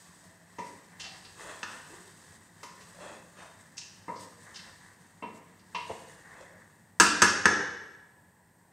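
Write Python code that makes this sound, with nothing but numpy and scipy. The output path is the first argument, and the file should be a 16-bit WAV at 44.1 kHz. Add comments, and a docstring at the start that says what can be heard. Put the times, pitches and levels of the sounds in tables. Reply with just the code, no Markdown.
"""A hard-walled kitchen, close to a gas stove: a long metal spoon stirs food in a big steel pot. The spoon's
bowl knocks the wall and bottom, the pot once shifts on the grate with a dull thud, its handle clinks on the
rim, and three final raps shake it clean; each blow is a crack, a dense clatter and the pot's ringing modes.
Between blows the bowl sticks and slips on the steel, and wet food churns, crackles and opens ringing hollows.
The burner hums below."""
import sys
import numpy as np
from scipy import signal
from scipy.fft import rfft, irfft
from scipy.io import wavfile
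from scipy.ndimage import uniform_filter1d

SR = 44100
rng = np.random.default_rng(int(sys.argv[2]) if len(sys.argv) > 2 else 0)


def bounce(signal):
    """Save signal as a 16-bit WAV file at the path given by the first command-line argument."""
    frames = np.transpose(np.atleast_2d(signal))
    limited = np.clip(frames, -1, 1)
    pcm = np.round(limited * 32767).astype(np.int16)
    wavfile.write(sys.argv[1], SR, pcm)


N = 384552
TIME_S = np.arange(N) / SR
RING_S = np.arange(60000) / SR  # time axis of one ring

# Pot resonances: f/Hz, level struck at rim/dB, level struck at wall/dB, t60/s
POT_RESONANCES = [(94, 11, 10, 0.6), (195, 16, 12, 0.7), (243, 9, 11, 0.6), (300, 14, 10, 0.8),
                  (353, 17, 5, 0.7), (444, 15, 12, 0.7), (931, 11, 22, 0.53), (977, 16, 22, 0.58),
                  (1050, 14, 18, 0.7), (1195, 9, 10, 0.7), (1270, 17, 11, 0.45), (1373, 12, 1, 1),
                  (1511, 15, 6, 0.7), (1561, 10, 1, 0.6), (1626, 10, 1, 0.6), (1695, 19, 11, 1.2),
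                  (1738, 15, 3, 0.9), (1781, 9, 1, 0.7), (2075, 5, 13, 0.45), (2462, 11, 5, 0.5),
                  (2562, 13, 3, 0.7), (2675, 17, 9, 0.5), (2716, 11, 20, 0.5), (2923, 12, 3, 0.5),
                  (3071, 7, 16, 0.3), (3499, 12, 12, 0.5), (5500, 12, 6, 0.6), (5792, 2, 5, 0.4),
                  (6378, 11, 5, 0.1), (7772, 13, 5, 0.06)]
def pot_modes(place, thin_db=4, thin_t60_s=0.44, count=90):
    """Strong modes of the pot, struck at rim or wall, plus a crowd of thin high ones; one row each."""
    hz, rim_db, wall_db, t60_s = np.transpose(POT_RESONANCES)
    thin_hz = 2400 + 6900 * (np.arange(count) + rng.random(count)) / count
    levels_db = thin_db + 2 * rng.standard_normal(count)
    thin = ringing(thin_hz, levels_db, thin_t60_s * (5000 / thin_hz) ** 0.49)
    strong = ringing(hz, rim_db if place == "rim" else wall_db, t60_s)
    return np.vstack([strong, thin])


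def blows(table, eq, modes, room, ring_db, room_db, scatter_db, contact_s, crack_db, crack_share,
          early_db=0):
    """Each blow excites crack, clatter, echoes and modes; its level is the rms of the first 30 ms."""
    track = np.zeros(N)
    hz = np.geomspace(100, 16000, 90)
    for start_s, db, tilt_db, cutoff_hz, spot_hz, t60_s in table:
        clatter = burst(t60_s) + undb(crack_db) * burst(crack_share * t60_s)
        ring = undb(ring_db + scatter_db * rng.standard_normal(len(modes))) @ modes
        ring *= 1 + undb(early_db) * fade(t60_s)  # fast loss while the spoon still touches
        echoes = undb(room_db) * signal.fftconvolve(clatter, room)[:len(RING_S)]
        onset = 1 - np.exp(-RING_S / contact_s)
        sound = colour((clatter + ring + echoes) * onset, eq)
        height_db = tilt_db * np.log2(hz / 1000)  # higher on the pot: thinner
        soft_db = -10 * np.log10(1 + (hz / cutoff_hz) ** 8)  # softer blow: duller
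        spot_db = 5.5 * np.exp(-(np.log2(hz / spot_hz) / 0.3) ** 2)  # the spot favours one pitch
        sound = colour(sound, np.column_stack([hz, height_db + soft_db + spot_db]))
        add(track, start_s, undb(db) * sound / np.std(sound[:int(0.03 * SR)]))
    return track


# Spoon on rim: t/s, level/dB, tilt/(dB/oct), cut-off/Hz, spot/Hz, clatter t60/s
RIM_RAPS = [(1.63, -36.5, 1.5, 5800, 3450, 0.085), (6.999, -13.5, .7, 14940, 8400, 0.26),
            (7.219, -15, .2, 14000, 8000, 0.24), (7.4555, -16.5, -1.2, 11000, 1845, 0.074)]
# Rap spectrum: f/Hz, level/dB
RAP_EQ = [(30, -44), (85, -10.5), (125, -16.5), (200, -5.5), (370, -5.5), (520, -11.5), (680, -13),
          (1000, -3), (1700, 0), (1950, -8), (2330, -13), (2680, -9.5), (3400, -18), (5400, -11),
          (6400, -11), (6700, -16.5), (9000, -21.5), (10300, -30), (15000, -34.5)]
def raps(modes, room):
    """The spoon strikes the rim, once in passing and three times hard."""
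    return blows(RIM_RAPS, RAP_EQ, modes, room, ring_db=-1.5, room_db=-4.5, scatter_db=0.4,
                 contact_s=0.0004, crack_db=5.5, crack_share=0.3, early_db=10)


# Bowl on wall: t/s, level/dB, tilt/(dB/oct), cut-off/Hz, spot/Hz, clatter t60/s
WALL_KNOCKS = [(0.584, -37, -1.5, 12000, 2030, 0.26), (2.63, -44.5, 3, 14000, 1380, 0.11),
               (4.08, -36, -1, 1870, 2050, 0.37), (5.223, -37.5, -1, 3220, 2800, 0.28),
               (5.747, -33, 5.5, 3840, 2900, 0.12)]
# Knock spectrum: f/Hz, level/dB
KNOCK_EQ = [(40, -21), (90, -12.5), (170, 0.5), (350, -1), (550, 6), (770, -6.5), (980, 4.5), (1280, -3),
            (1480, -12.5), (2030, -5), (2350, -8.5), (3050, -16.5), (6000, -11.5), (9000, -25.5),
            (10500, -24), (15000, -40.5)]
def knocks(modes, room):
    """The bowl hits the pot wall through the food."""
    return blows(WALL_KNOCKS, KNOCK_EQ, modes, room, ring_db=-0.5, room_db=-4, scatter_db=2.1,
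                 contact_s=0.002, crack_db=-5.5, crack_share=0.22)


# Handle on rim: t/s, level/dB, tilt/(dB/oct), cut-off/Hz, spot/Hz, clatter t60/s
HANDLE_CLINKS = [(0.996, -42.5, -0.5, 12000, 3150, 0.3), (1.036, -45.5, -3, 6700, 4200, 0.57),
                 (1.247, -52.5, -4.5, 5440, 4700, 0.087), (2.805, -58, -4.5, 14000, 8000, 0.18),
                 (3.768, -52, 0, 12000, 6000, 0.08), (3.777, -41.5, 1, 12000, 6070, 0.056),
                 (3.812, -49.5, 5, 7000, 2730, 0.065), (4.155, -56.5, 8, 6000, 4800, 0.63),
                 (4.54, -52.5, 5, 6000, 3120, 0.2), (4.556, -46, 0, 7040, 4500, 0.11),
                 (4.59, -51.5, -3.5, 5000, 3920, 0.047), (5.591, -65.5, -5, 10000, 4540, 0.079),
                 (6.405, -64, 2.5, 10000, 8000, 0.13), (7.063, -33, -3.5, 11090, 2680, 0.028),
                 (7.275, -33.5, 1, 7000, 5030, 0.097), (7.528, -56, -6, 5500, 2700, 0.15)]
# Clink spectrum: f/Hz, level/dB
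CLINK_EQ = [(800, -21.5), (2100, -10), (2700, -6.5), (3600, -7), (5000, -2), (6400, -5), (7500, -10),
            (9200, -14.5), (10300, -27.5), (15000, -37.5)]
def clinks(modes, room):
    """The handle touches the rim or rebounds on it."""
    return blows(HANDLE_CLINKS, CLINK_EQ, modes, room, ring_db=-5.5, room_db=-9.5, scatter_db=3.5,
                 contact_s=0.0048, crack_db=-15, crack_share=0.34, early_db=1)


# Dull thuds (a faint knock, then the pot shifting on the grate): t/s, level/dB, tilt/(dB/oct), cut-off/Hz,
# spot/Hz, clatter t60/s
DULL_THUDS = [(1.928, -56.5, 1.5, 6000, 1400, 0.28), (5.895, -36.5, .3, 5950, 701, 0.14)]
# Bump spectrum: f/Hz, level/dB
BUMP_EQ = [(30, -46), (48, -30.5), (72, 0), (160, -2.5), (300, -5.5), (450, 4), (730, -3), (820, 0.5),
           (960, -3), (1300, -15), (3000, -25.5), (9000, -34.5), (10500, -43.5)]
def bumps(modes, room):
    """A faint knock of the bowl, and the pot shifting heavily on the grate: dull, cushioned thuds."""
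    return blows(DULL_THUDS, BUMP_EQ, modes, room, ring_db=-12.5, room_db=-10.5, scatter_db=0.5,
                 contact_s=0.0048, crack_db=2, crack_share=0.68)


# Drive on the spoon until lifted out: t/s, level/dB
STIR_EFFORT = [(0, 3), (.25, -2), (.45, -9), (.66, 1.5), (.88, -3.5), (1.15, 0.5), (1.75, 4.5), (2.3, 0.5),
               (2.52, -6), (2.8, 2), (3.22, -3), (3.65, -5.5), (4.03, -4), (4.6, 0.5), (5.15, -8.5),
               (5.68, -8.5), (5.9, 2.5), (7.4, -23.5)]
def stirring(modes, room):
    """Jerky stick-slip and moving food; all four sounds grow with effort, the hiss most."""
    effort_db = np.interp(TIME_S, *np.transpose(STIR_EFFORT))
    body = undb(-20) * modes.sum(axis=0) + undb(-2) * room
    body[0] += 1  # direct path
    jerks = undb(0.95 * walk(35))
    slips = signal.fftconvolve(grains(2500, 2.3) * jerks, body)[:N]
    return (wet_hiss(jerks, effort_db) + churn(body, effort_db)
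            + scrape(slips, effort_db) + rub(slips, effort_db))


# Drags over the bottom: t/s, length/s, level/dB
SCRAPE_STROKES = [(1.36, 0.16, -47.5), (1.67, 0.085, -55), (2.76, .07, -61.5), (2.98, 0.14, -48.5),
                  (3.35, 0.075, -50), (4.62, 0.075, -62), (6.34, 0.09, -58)]
# Scrape spectrum: f/Hz, level/dB
SCRAPE_EQ = [(150, -16.5), (350, -0.5), (470, -2.5), (590, -2), (820, -3), (1000, 1), (1170, 0), (1350, -5),
             (1600, -2.5), (2800, -7.5), (4000, -15), (9000, -14), (11000, -43)]
def scrape(slips, effort_db):
    """The bowl sticks and slips on the bottom, ringing the spoon."""
    dragged = strokes(SCRAPE_STROKES, attack_s=0.05, release_s=0.09)
    gain = np.hypot(undb(-67 + 0.71 * effort_db), dragged)
    return gain * unit(colour(spoon(slips), SCRAPE_EQ))


# Slides along the wall: t/s, length/s, level/dB
RUB_STROKES = [(.91, 0.25, -56.5), (1.39, 0.13, -53), (1.91, 0.087, -59.5), (3.57, 0.037, -62),
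               (4.45, 0.25, -55), (4.8, 0.12, -62.5), (6.08, .13, -62), (6.24, .14, -55), (6.44, 0.19, -61)]
# Rubbed wall spectrum: f/Hz, level/dB
RUB_EQ = [(600, -14.5), (1050, -4.5), (1350, -10.5), (1650, 1), (1900, 1), (2100, -7.5), (2800, -31.5),
          (5000, -47.5)]
def rub(slips, effort_db):
    """The pot wall sings faintly under the sliding spoon."""
    rubbed = strokes(RUB_STROKES, attack_s=0.018, release_s=0.048)
    gain = np.hypot(undb(-63 + 0.55 * effort_db), rubbed)
    return gain * unit(colour(slips, RUB_EQ))


# Food sliding off the bowl: t/s, length/s, level/dB
SLOSH_STROKES = [(.64, 0.039, -57), (1.39, 0.082, -52.5), (3.58, 0.034, -60), (4.18, 0.063, -53.5),
                 (5.33, 0.044, -61), (6.06, .06, -68)]
# Hiss spectrum: f/Hz, level/dB
HISS_EQ = [(1500, -6), (2600, -6.5), (3600, -1.5), (5200, -2), (7000, -0.5), (9200, 0.5), (10200, -15.5),
           (12500, -13), (15000, -21.5)]
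def wet_hiss(jerks, effort_db):
    """Wet food crackles in dense clicks, some ringing the spoon."""
    sloshed = strokes(SLOSH_STROKES, attack_s=0.025, release_s=0.026)
    gain = np.hypot(undb(-60 + effort_db), sloshed)
    crackle = grains(9000, 1.5) * jerks + undb(-5) * spoon(grains(5000, 3.2) * jerks)
    return gain * unit(colour(crackle, HISS_EQ))


def spoon(x, t60_s=0.027, shift_db=6, count=3):
    """Damped high resonances of the hand-held spoon; their mix shifts as the contact point travels."""
    shares = np.array([undb(shift_db * walk(5)) for _ in range(count)])
    shares /= np.linalg.norm(shares, axis=0)
    rung = sum(share * signal.fftconvolve(x, burst(t60_s))[:N] for share in shares)
    return colour(x, [(1800, 3.5), (3000, -22)]) + colour(rung, [(1800, -27), (2500, 4.5)])


# Churn spectrum: f/Hz, level/dB
CHURN_EQ = [(35, -20.5), (65, -16), (98, 4.5), (120, -10.5), (160, 3.5), (205, -5), (320, -9), (700, -34)]
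def churn(body, effort_db):
    """Lumps of food rumble in the pot."""
    lumps = signal.fftconvolve(grains(400, 1.7), body)[:N]
    return undb(-61 + 0.29 * effort_db) * unit(colour(lumps, CHURN_EQ))


# Hollows in the food: t/s, length/s, f/Hz, level/dB
AIR_HOLLOWS = [(0.167, 0.27, 638, -71), (0.952, 0.23, 760, -64.5), (1.386, 0.16, 603, -57.5),
               (1.884, 0.084, 355, -57), (2.92, 0.21, 567, -54.5), (3.353, 0.089, 644, -64),
               (6.366, 0.089, 585, -56)]
def hollows(room, t60_s=0.048, room_db=-3):
    """The air behind the bowl rings while the rubbing lasts."""
    track = np.zeros(N)
    rubbing = grains(2200, 1.6)
    for start_s, length_s, hz, db in AIR_HOLLOWS:
        start, size = int(start_s * SR), int(length_s * SR)
        drive = rubbing[start:start + size] * np.hanning(size)
        ring = signal.fftconvolve(drive, np.sin(2 * np.pi * hz * RING_S) * fade(t60_s))
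        add(track, start_s, undb(db) * ring / np.std(ring[:size]))
    return track + undb(room_db) * signal.fftconvolve(track, room)[:N]


# Flame spectrum: f/Hz, level/dB
FLAME_EQ = [(30, -25.5), (70, -7), (100, -1.5), (165, -1), (310, -11), (750, -10), (970, -4.5),
            (1200, -21.5), (1880, -10), (2200, -23.5), (3500, -29), (6500, -27), (8600, -16),
            (10300, -33.5), (14000, -36), (15300, -29)]
def burner(flame_db=-64.5, flutter_db=0.69, whine_hz=12172, whine_db=-79.5):
    """The flame's soft fluttering rush, and a thin electric whine."""
    rush = unit(colour(rng.standard_normal(N), FLAME_EQ))
    rush *= undb(flame_db + flutter_db * walk(3.6))
    return rush + undb(whine_db) * np.sin(2 * np.pi * whine_hz * TIME_S)


# Room decay: f/Hz, t60/s
ROOM_DECAY = [(100, 0.98), (300, 1), (900, 0.93), (1700, 0.94), (3000, 0.95), (5700, 0.79), (8000, 0.65),
              (13000, 0.25)]
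def kitchen(build_s=0.0081, bands=14):
    """Echoes of the tiled walls, energy 1; each band dies at its own pace."""
    spectrum = rfft(rng.standard_normal(len(RING_S)))
    hz = np.fft.rfftfreq(len(RING_S), 1 / SR)
    centres_hz = np.geomspace(80, 14000, bands)
    tail = np.zeros(len(RING_S))
    for centre_hz, share in zip(centres_hz, np.eye(bands)):
        band = irfft(spectrum * np.interp(hz, centres_hz, share))
        tail += band * fade(read(ROOM_DECAY, centre_hz))
    tail *= 1 - np.exp(-RING_S / build_s)
    return tail / np.linalg.norm(tail)


# Side echo spectrum: f/Hz, level/dB
SIDE_EQ = [(400, -43), (1000, -13.5), (2000, 9.5), (3500, -28), (6000, -47), (8500, 5), (12000, 8)]
# Balance: f/Hz, left minus right/dB
BALANCE = [(500, 0), (1200, 1.4), (2000, .7), (4000, 0), (8000, -.4)]
def stereo(mid, room):
    """All sources sit nearly straight ahead; the walls add a little width."""
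    side = undb(-25) * colour(signal.fftconvolve(mid, room)[:N], SIDE_EQ)
    lean_db = read(BALANCE, np.fft.rfftfreq(N, 1 / SR))
    return np.array([irfft(rfft(mid) * undb(sign * lean_db / 2), N) + sign * side for sign in (1, -1)])


def ringing(hz, db, t60_s):
    """One row per mode: a fading sine whose resonance peak stands at db."""
    height = undb(db) * 2 * np.log(1000) / (t60_s * SR)
    phase = 2 * np.pi * (hz[:, None] * RING_S + rng.random((len(hz), 1)))
    return height[:, None] * np.sin(phase) * fade(t60_s[:, None])


def burst(t60_s):
    """Modes too dense to tell apart: fading noise of energy 1."""
    x = rng.standard_normal(len(RING_S)) * fade(t60_s)
    return x / np.linalg.norm(x)


def strokes(table, attack_s, release_s):
    """Gain curve: each stroke swells, holds and dies away."""
    gain = np.zeros(N)
    for start_s, length_s, db in table:
        swell = np.clip((TIME_S - start_s) / attack_s, 0, 1)
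        release = np.exp(-np.maximum(TIME_S - start_s - length_s, 0) / release_s)
        gain += undb(db) * swell * release
    return gain


def grains(rate_hz, spread_db):
    """Random clicks of uneven size, rms 1."""
    clicks = (rng.random(N) < rate_hz / SR) * rng.standard_normal(N)
    return unit(clicks * undb(spread_db * rng.standard_normal(N)))


def walk(rate_hz):
    """Smooth random drift, spread near 1."""
    hold = int(SR / rate_hz)
    steps = np.repeat(rng.standard_normal(N // hold + 1), hold)
    return 1.4 * uniform_filter1d(uniform_filter1d(steps, hold), hold)[:N]


def colour(x, eq, size=4096):
    """Minimum-phase filter of shape (f/Hz, level/dB)."""
    gain = undb(read(eq, np.fft.rfftfreq(size, 1 / SR)))
    cepstrum = irfft(np.log(gain))
    cepstrum[1:size // 2] *= 2
    cepstrum[size // 2 + 1:] = 0
    impulse = irfft(np.exp(rfft(cepstrum)))
    return signal.fftconvolve(x, impulse)[:len(x)]


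def read(points, hz):
    """Interpolate (f/Hz, value) on a log-frequency axis."""
    points_hz, value = np.transpose(points)
    return np.interp(np.log(hz + 1), np.log(np.sort(points_hz)), value)


def fade(t60_s):
    """Exponential decay over one ring."""
    return np.exp(-np.log(1000) * RING_S / np.maximum(t60_s, 1e-3))


def add(track, start_s, sound):
    """Mix a sound into a track."""
    start = int(start_s * SR)
    track[start:start + len(sound)] += sound[:N - start]


def undb(db):
    """Decibels to gain."""
    return 10 ** (np.asarray(db) / 20)


def unit(x):
    """Scale to rms 1."""
    return x / np.sqrt(np.mean(x ** 2))


def scene():
    """Burner, stirring and blows in one kitchen, in stereo."""
    rim, wall, room = pot_modes("rim"), pot_modes("wall"), kitchen()
    mid = burner() + stirring(wall, room) + hollows(room)
    mid += knocks(wall, room) + bumps(wall, room) + clinks(wall, room) + raps(rim, room)
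    return stereo(mid, room)


def record(dry, bass_hz=45, ceiling=1.6, top_hz=15500):
    """Thin the deep bass, round the loudest peaks, cut the top."""
    thinned = signal.sosfilt(signal.butter(2, bass_hz, "high", fs=SR, output="sos"), dry)
    rounded = ceiling * np.tanh(thinned / ceiling)
    return signal.sosfilt(signal.ellip(8, .2, 70, top_hz, fs=SR, output="sos"), rounded)


dry = scene()
out = record(dry)
bounce(out)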